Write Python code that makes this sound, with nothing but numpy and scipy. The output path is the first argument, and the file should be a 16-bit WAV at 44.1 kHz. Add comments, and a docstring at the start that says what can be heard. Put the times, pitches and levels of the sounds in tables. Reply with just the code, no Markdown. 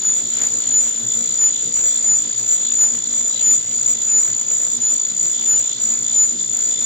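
"""A squealing cup wheel on a fast spindle wet-grinds a flywheel that turns slowly under it.
The wheel rings near 7 kHz: a pure swell once per table turn, a higher fluttering ring in between,
with hard bursts where it catches. Noise shaped by the bite makes the rasp, hiss and spray of wet iron.
A repeating noise pattern rattles the spindle head's resonances, and low spindle tones make the
motor's throbbing thrum."""
import sys
import numpy as np
from scipy import signal
from scipy.fft import rfft, irfft, next_fast_len
from scipy.io import wavfile
from scipy.ndimage import uniform_filter1d, map_coordinates

SR = 44100
rng = np.random.default_rng(int(sys.argv[2]) if len(sys.argv) > 2 else 0)


def wrap_up_sound(samples):
    """Save the sound to the file named by the first command line argument, as 16-bit audio."""
    columns = np.atleast_2d(samples).T
    # keep every value between -1 and 1, then stretch to whole-number steps
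    tamed = np.clip(columns, -1, 1)
    steps = np.round(tamed * 32767).astype(np.int16)
    wavfile.write(sys.argv[1], SR, steps)


N = 302085  # length [samples]
SPIN_HZ = 59.1  # spindle turns per second
FREE_HZ = 7112  # the squeal's note under a light contact
SAG_HZ = 137.8  # how far the high spot pulls that note down

# the wheel's resonances: (centre [Hz], half-width [Hz], level [dB])
WHEEL = [(6985, 85, 0), (7145, 25, -17), (7415, 35, -13)]


def amp(db):
    """Turns decibels into gain."""
    return 10 ** (np.asarray(db) / 20)


def unit(x):
    """Scales a signal to rms 1."""
    return x / np.sqrt(np.mean(np.abs(x) ** 2) + 1e-20)


def along(points, hz):
    """Reads a value off (frequency, value) points joined on a log frequency axis."""
    f, v = np.transpose(points)
    return np.interp(np.log(hz + 1), np.log(f + 1), v)


def wobble(rate):
    """Draws a random curve through this many random points a second."""
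    at = np.arange(0, N + 32, 32) / SR
    knots = rng.standard_normal(4096)
    return np.interp(np.arange(N) / SR, at, map_coordinates(knots, [at * rate], mode="wrap"))


def drift(rate):
    """Draws a wandering strength and phase as one complex curve of rms 1."""
    return unit(wobble(rate) + 1j * wobble(rate))


def swell(centre_s, half_s):
    """Draws a bell-shaped rise to 1 and back; at half_s from the centre it is down to 1/e."""
    return np.exp(-((np.arange(N) / SR - centre_s) / half_s) ** 2)


def filtered(x, response):
    """Multiplies the spectrum of x by a response of frequency."""
    m = next_fast_len(N + SR // 4)
    return irfft(rfft(x, m) * response(np.fft.rfftfreq(m, 1 / SR)), m)[..., :N]


def pan(db):
    """Gives left and right gains whose levels differ by db."""
    return amp([[db / 2], [-db / 2]])


def spread(pair, colour):
    """Mixes two unrelated noises into coloured stereo of rms 1."""
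    # how alike left and right are: (frequency [Hz], correlation [0 to 1])
    likeness = [(40, 0.0061), (130, 0), (300, 0.065), (1000, 0.032), (3500, 0.1), (5000, 0), (14000, 0.043)]

    def mix(hz):
        turn = np.arccos(np.clip(along(likeness, hz), -1, 1)) / 2
        return colour(hz) * np.array([np.cos(turn), np.sin(turn)])

    mid, side = filtered(pair, mix)
    return unit(np.array([mid + side, mid - side]))


def contact():
    """The warped flywheel presses twice a turn, pulling the note down; in between, the head rattles."""
    # turns of the table: (high spot meets the wheel [s], its bite [dB], bite of the far side [dB],
    # lead of the rattle before it [s], that rattle [dB], rattle after the high spot [dB])
    turns = [(0.097, 5, 5, 0.057, 8.5, 7.5), (0.773, 9, 3, 0.12, 7.5, 6), (1.456, 9, 8, 0.14, 7.5, 7),
             (2.13, 9.5, 6, 0.15, 9.5, 5.5), (2.838, 10, 5, 0.14, 9, 5.5), (3.501, 9, 7, 0.12, 11, 5),
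             (4.167, 9.5, 4, 0.15, 7.5, 2.5), (4.881, 9.5, 3, 0.12, 7.5, 4.5), (5.541, 11.5, 4, 0.13, 9, 7),
             (6.223, 10.5, 4, 0.12, 8.5, 7.5), (6.92, 7.5, 5.5, 0.17, 8.5, 22.5)]
    bite_db, rattle_db, note_hz = 2.15 * wobble(22), 0.6 * wobble(21), FREE_HZ
    # the far side passes after the high spot, so these times are lags
    far_lag_s, run_out_lag_s, rebound_lag_s = 0.38, 0.19, 0.38
    far_sag_hz, rebound_hz = 43.9, 66.53
    damping_db = 2.0  # the high spot quiets the rattle
    lift_share = 0.15
    for s, high_db, far_db, lead_s, before_db, after_db in turns:
        high_spot = swell(s, 0.088)
        far_side = swell(s + far_lag_s, 0.11)
        run_in = swell(s - lead_s, 0.081)
        run_out = swell(s + run_out_lag_s, 0.21)
        sag = swell(s - 0.016, 0.062)
        rebound = swell(s + rebound_lag_s, 0.033)  # the far side lets go
        bite_db = bite_db + high_db * high_spot + far_db * far_side
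        rattle_db = rattle_db + before_db * run_in + after_db * run_out - damping_db * high_spot
        note_hz = note_hz - SAG_HZ * sag - far_sag_hz * far_side + rebound_hz * rebound
    # a rattling wheel loses some of its bite
    return bite_db - lift_share * rattle_db, rattle_db, note_hz


def motor(turn, bite_db):
    """The frame thrums on the spindle's low orders, each unsteady, and throbs a few times a second."""
    # strength of spindle orders 1, 2, ..: (relative level [dB])
    order_levels = [-31, -3.5, -6.5, 2, -6, -6, -12.5, -9.5, -11]
    # stereo place of the thrum: (frequency [Hz], left minus right [dB])
    hum_side = [(120, 2), (240, -1.5)]
    # the hardest surges of the thrum: (time [s], level [dB])
    surges = [(.23, -37.5), (.41, -42), (.56, -41.5), (1.05, -38), (1.201, -38), (1.33, -41), (1.67, -38.5),
              (1.82, -40.5), (1.98, -41), (2.281, -40), (2.52, -44), (2.85, -42.5), (2.95, -39),
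              (5.55, -46), (6.021, -41.5), (6.361, -39), (6.66, -42.5), (6.77, -41.5)]
    # colour of the low rumble: (frequency [Hz], relative level [dB per Hz])
    rumble_colour = [(25, -35.5), (60, -21.5), (130, 2.5), (450, -0.5), (900, -19), (1800, -31.5)]
    idle_db, throb_db, throb_hz, throb_peak_s = -46.5, 1.05, 6.39, 0.105
    load_share = 0.17  # dB of thrum per dB of bite
    rumble_db, rumble_share = -48.0, 0.47  # level at idle, and how far it follows the thrum

    t = np.arange(N) / SR
    throb = np.cos(2 * np.pi * throb_hz * (t - throb_peak_s))
    level = amp(idle_db + throb_db * throb + load_share * bite_db)
    for s, db in surges:
        level = np.maximum(level, amp(db) * swell(s, 0.062))
    # the changing load makes the thrum waver
    hum, angle = 0, turn + .27 * wobble(11)
    for order, db in enumerate(order_levels, 1):
        slow_and_fast = np.array([drift(10), drift(24)])  # left, right
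        swing = .55 * np.exp(2j * wobble(14)) + .85 * drift(17) + .6 * slow_and_fast
        start = rng.uniform(0, 2 * np.pi)
        tone = (swing * np.exp(1j * order * (angle + start))).real
        hum = hum + amp(db + 2.7 * wobble(9)) * pan(along(hum_side, order * SPIN_HZ)) * tone
    rumble = spread(rng.standard_normal((2, N)), lambda hz: amp(along(rumble_colour, hz)))
    rumble_gain = amp(rumble_db) * (level / amp(idle_db)) ** rumble_share
    return level * unit(hum) + rumble_gain * rumble


def buzz(turn, rattle_db):
    """The same patch of wheel comes round each turn and rattles the spindle head's resonances."""
    # the spindle head: (centre [Hz], width [Hz], relative level [dB], share of the rattle's swells)
    resonances = [(2006, 48, -7, .4), (3220, 520, -8, .7), (3515, 85, 3, 1.1), (3730, 150, -8, .8),
                  (3955, 45, 3.5, .8), (4311, 45, -4, 1.2), (4805, 95, 1, .35), (5668, 55, -.5, .45)]
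    buzz_db = -43.5  # level with no rattle
    # a noise pattern fixed round the rim
    rim = unit(irfft(np.exp(2j * np.pi * rng.random((2, 513)))))
    # the contact point wanders a little along the rim
    turns_done = (turn + 0.027 * wobble(16)) / (2 * np.pi)
    place = (turns_done % 1 * rim.shape[1]).astype(int)
    # fresh noise, strongest once per turn, keeps the turns from being identical
    fresh = 0.39 * rng.standard_normal((2, N)) * np.exp(np.cos(turn + 3.2))
    mid, side = rim[:, place] + fresh
    drive = np.array([mid + side, mid - side])

    head = 0
    for k, (hz, width, db, share) in enumerate(resonances):
        def mode(centre):
            def response(f):
                damping = 1j * f * width
                peak = (-1) ** k * damping / (centre * centre - f * f + damping)
                return peak / (1 + (f / 7000) ** 12)  # treble roll-off
            return filtered(drive, response)
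        # each resonance wanders a little, and flares and fades on its own
        shift = .5 + .5 * np.tanh(1.5 * wobble(11))
        moving = (1 - shift) * mode(hz - width / 4) + shift * mode(hz + width / 4)
        head = head + amp(db + share * rattle_db + 1.9 * wobble(9)) * moving
    head = unit(head) * np.sqrt(np.mean(amp(rattle_db) ** 2))
    # a slight swing once per spindle turn, and a stronger uneven flicker
    swing_db = 0.2 * np.cos(turn + 2.9 + 1.7 * wobble(7))
    chop = unit(amp(swing_db + 2.06 * wobble(150)))
    return amp(buzz_db) * chop * head * pan(3)


def patchy(depth_db):
    """Makes two noises whose colour shifts at random in short patches."""
    z = signal.stft(rng.standard_normal((2, N)), nperseg=512)[2]
    field = rng.standard_normal(z.shape[1:])
    field = uniform_filter1d(field, size=7, axis=0)  # blur across frequency
    field = uniform_filter1d(field, size=12, axis=1)  # blur across time
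    return signal.istft(z * amp(depth_db * unit(field)), nperseg=512)[1][:, :N]


def rasp(turn, bite_db):
    """Grit scratches the iron in tiny bursts, pulsing with spindle and belt, hisses and flings coolant."""
    # colours of the three noises: (frequency [Hz], relative level [dB per Hz])
    grit_colour = [(250, -3.5), (680, 0), (800, -5), (1200, -3), (2000, -4.5), (2700, -6), (4000, -7),
                   (6000, -21), (7500, -20), (9000, -53)]
    hiss_colour = [(2500, -20.5), (4000, -10), (5500, -4), (6300, 1), (6700, 13.5), (7400, -1),
                   (8200, -16.5), (9000, -63.5)]
    spray_colour = [(8000, -20), (11200, -15), (12000, 10), (13600, 16), (14200, 17), (14600, -6),
                    (15200, -20)]
    # coarser scrapes: (time [s], half-length [s], rise over the usual rasp [dB])
    scrapes = [(0.425, 0.1, 5.5), (1.47, 0.032, 1.5), (2.851, 0.03, 1.6), (5.539, 0.016, 2.5),
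               (6.596, 0.032, 3.5)]
    rasp_db, hiss_db = -43.5, -34.5  # levels with no bite, before the easing
    spray_db = -59  # average level
    load_db, full_bite_db = 8.5, 13.0  # most the bite can add, and the bite where it levels off
    ease_db_per_s, hiss_share, belt_hz = 0.0638, 0.72, 43

    t = np.arange(N) / SR
    # the scratching grows with the bite up to a limit and slowly eases
    work_db = load_db * np.tanh(bite_db / full_bite_db) - ease_db_per_s * t
    work_db = work_db + sum(db * swell(s, half_s) for s, half_s, db in scrapes)
    belt = np.cos(2 * np.pi * belt_hz * t)
    bite = unit(amp(0.3 * np.cos(turn) + 1.7 * belt + 2.0 * wobble(450)))
    grit = spread(bite * patchy(1.5), lambda hz: amp(along(grit_colour, hz)))
    hiss = spread(bite * rng.standard_normal((2, N)), lambda hz: amp(along(hiss_colour, hz)))
    spray = spread(bite * rng.standard_normal((2, N)), lambda hz: amp(along(spray_colour, hz)))
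    # the hiss follows the load only in part; spray grows faster than the scratching
    scratching = amp(rasp_db + work_db) * grit
    hissing = amp(hiss_db + hiss_share * work_db) * hiss * pan(0.43)
    return scratching + hissing + amp(spray_db) * unit(amp(2 * work_db)) * spray


def bursts():
    """A caught wheel gives one burst per spindle turn until it lets go: rows (time [s], level [dB])."""
    # the wheel catches: (first burst [s], last burst [s], level before unevenness and burst gain [dB])
    catches = [(0.139, 0.173, -11), (0.406, 0.405, -13), (0.419, 0.471, -8.5), (0.676, 0.676, -10),
               (0.828, 0.861, -11.5), (1.07, 1.139, -11), (1.21, 1.294, -11.5), (1.509, 1.562, -11),
               (1.743, 1.827, -10.1), (1.844, 1.861, -10), (2.047, 2.048, -10.5), (2.189, 2.189, -7.8),
               (2.297, 2.332, -13), (2.465, 2.482, -12.5), (2.492, 2.513, -8), (2.706, 2.724, -9),
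               (2.889, 2.938, -11), (2.972, 3.041, -13), (3.149, 3.214, -10), (3.565, 3.58, -9),
               (3.815, 3.816, -9.5), (3.864, 3.863, -7), (3.953, 4.007, -14), (4.035, 4.069, -12),
               (4.235, 4.234, -7), (4.249, 4.266, -9.5), (4.286, 4.304, -12), (4.332, 4.399, -11),
               (4.487, 4.569, -10), (4.922, 4.939, -8.5), (4.963, 5.054, -10.5), (5.168, 5.18, -11),
               (5.198, 5.214, -7.8), (5.252, 5.269, -10), (5.381, 5.446, -13), (5.611, 5.677, -11),
               (5.715, 5.732, -13), (5.875, 5.892, -10), (5.904, 5.94, -9.5), (6.066, 6.114, -11),
               (6.295, 6.295, -7.5), (6.398, 6.464, -12.5), (6.535, 6.55, -9.5), (6.592, 6.608, -9)]
    rows = []
    for first, last, db in catches:
        for s in np.linspace(first, last, 1 + round((last - first) * SPIN_HZ)):
            rows.append((s, db + rng.standard_normal()))
    return np.array(rows)


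def catch(swing, phase, hits):
    """Each burst stalls the steady ring and kicks the wheel's main resonance, which dies at once."""
    rise_s, fall_s, burst_gain_db = 0.0019, 0.0026, 1.5
    stall_db, stall_s = -1, 0.0067  # the ring's drop round a burst, and its half-length
    out, kicks = swing.copy(), np.zeros_like(swing)
    stall = np.zeros(N)
    for s, db in hits:
        at = round(s * SR)
        near = np.arange(max(at - SR // 40, 0), min(at + SR // 40, N))
        u = near / SR - s
        shape = np.exp(-(u / np.where(u < 0, rise_s, fall_s)) ** 2)
        stall[near] = np.maximum(stall[near], np.exp(-((u + rise_s) / stall_s) ** 4))
        out[:, near] *= 1 - shape
        # the caller multiplies by the squeal's note, so its phase is taken out here
        kick_phase = 2 * np.pi * WHEEL[0][0] * u + phase[at] - phase[near]
        kicks[:, near] += amp(db + burst_gain_db) * shape * np.exp(1j * kick_phase)
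    return out * amp(stall_db * stall) + kicks


def squeal(turn, bite_db, note_hz):
    """The wheel rings; away from its resonance the note breaks into one burst per spindle turn."""
    # tones the spinning wheel splits off: (spindle orders from the note, relative level [dB])
    flutter = [(-5, -13), (-4, -12), (-3, -8), (-2, -4), (-1, -5.5), (1, -4.5), (2, -11), (3, -17),
               (4, -18), (5, -15)]
    # the wheel slips and its squeal drops away: (time [s], half-length [s], change in drive [dB])
    slips = [(0.212, 0.031, -3.5), (0.647, 0.017, -6.5), (1.01, 0.011, -5), (2.019, 0.01, -5),
             (2.258, 0.025, -4.5), (2.416, 0.017, -4.5), (3.044, 0.027, -2), (2.944, 0.018, -4.5),
             (4.457, 0.034, -5.5), (4.793, 0.011, -17), (5.69, 0.0041, -17.5), (5.788, 0.019, -9.5)]
    # the sound reaches the two ports out of step: (frequency [Hz], left lead [radians])
    port_phase = [(6900, -1), (7020, .4), (7085, 2.7), (7140, 4.6), (7250, 5)]
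    squeal_db = -20.5  # drive with no bite
    lock_db, lock_range_db = 10, 7  # bite where the tone is pure, and the range over which it locks in
    locked_flutter_db, loose_flutter_db = -13.5, -2  # strength of the side tones
    growl_orders, growl_db, growl_fall_db = range(-13, -3), -12, 0.75  # fall per order downward
    overtone_db, swing_limit = -32.5, .41

    level_db = squeal_db + bite_db + sum(db * swell(s, half_s) for s, half_s, db in slips)
    # a strong swell locks into a pure tone, a light contact flutters
    loose = np.clip((lock_db - bite_db) / lock_range_db, 0, 1)
    depth = amp(locked_flutter_db * (1 - loose) + loose_flutter_db * loose)
    # a light contact lets the note wander
    note_hz = note_hz + 16 * loose * wobble(14)
    phase = 2 * np.pi * np.cumsum(note_hz + 5 * wobble(82)) / SR
    note = np.exp(1j * phase)

    # the wheel's own resonances favour the nearest tones
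    def wheel(hz):
        return sum(amp(db) / (1 + 1j * (hz - c) / w) for c, w, db in WHEEL)

    # the vibration pattern creeps round the rim, keeping step with the catches
    hits = bursts()
    t, catch_s = np.arange(N) / SR, np.sort(hits[:, 0]) - .0015
    catch_turn = np.unwrap(np.interp(catch_s, t, turn))
    angle = turn - np.interp(t, catch_s, catch_turn)
    ring = wheel(note_hz)
    for order, db in flutter:
        # reflections reach each microphone port with their own shifting phase
        paths = 1 + .4 * drift(16) + .45 * np.array([drift(12), drift(12)])
        strength = depth * amp(db) * wheel(note_hz + order * SPIN_HZ)
        ring = ring + strength * paths * np.exp(1j * order * angle)
    # under full load a ladder of lower tones roughens the note
    growl = 0
    for order in growl_orders:
        step_db = growl_db + growl_fall_db * (order - growl_orders[-1])
        strength = amp(step_db) * wheel(FREE_HZ - SAG_HZ + order * SPIN_HZ)
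        growl = growl + strength * drift(7.8) * np.exp(1j * order * turn)
    ring = ring + (1 - loose) * growl
    # the contact sets the energy of each turn, so level it over about two turns
    ring /= np.sqrt(uniform_filter1d(np.mean(np.abs(ring) ** 2, axis=0), size=1500))
    # single grits shake the note and make the bursts uneven
    ring = ring * (1 + .22 * loose * drift(220)) * amp(1.2 * loose * wobble(40))
    ring = ring + .03 * np.array([drift(800), drift(800)])
    swing = np.sqrt(2) * amp(level_db) * ring
    # friction can only feed the vibration up to a limit
    swing /= (1 + (np.abs(swing) / swing_limit) ** 4) ** (1 / 4)
    swing = catch(swing, phase, hits) * (1 + .06 * np.array([drift(260), drift(260)]))

    sides = np.array([[1], [-1]])
    ports = filtered((swing * note).real, lambda hz: np.exp(.5j * along(port_phase, hz) * sides))
    # the octave is a faint, grainy ring
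    grain = .5 * np.array([drift(30), drift(30)]) + .85 * np.array([drift(400), drift(400)])
    strength = np.abs(swing) ** .5 * amp(level_db / 2)
    octave = (np.exp(2j * (phase + np.angle(swing))) * grain).real
    return (ports + amp(overtone_db) * strength * octave) * pan(1.2)


def scene():
    """Everything follows the spindle's angle and the wheel's contact with the flywheel."""
    turn = 2 * np.pi * np.cumsum(SPIN_HZ + .05 * wobble(4)) / SR
    bite_db, rattle_db, note_hz = contact()
    background = motor(turn, bite_db) + buzz(turn, rattle_db)
    return background + rasp(turn, bite_db) + squeal(turn, bite_db, note_hz)


def record(dry):
    """The microphone sheds deep bass below about 72 Hz; nothing is kept above the band limit."""
    top_hz = 15400
    return filtered(dry, lambda hz: (hz < top_hz) * hz ** 2 / np.sqrt(hz ** 4 + 72 ** 4))


dry = scene()
out = record(dry)
wrap_up_sound(out)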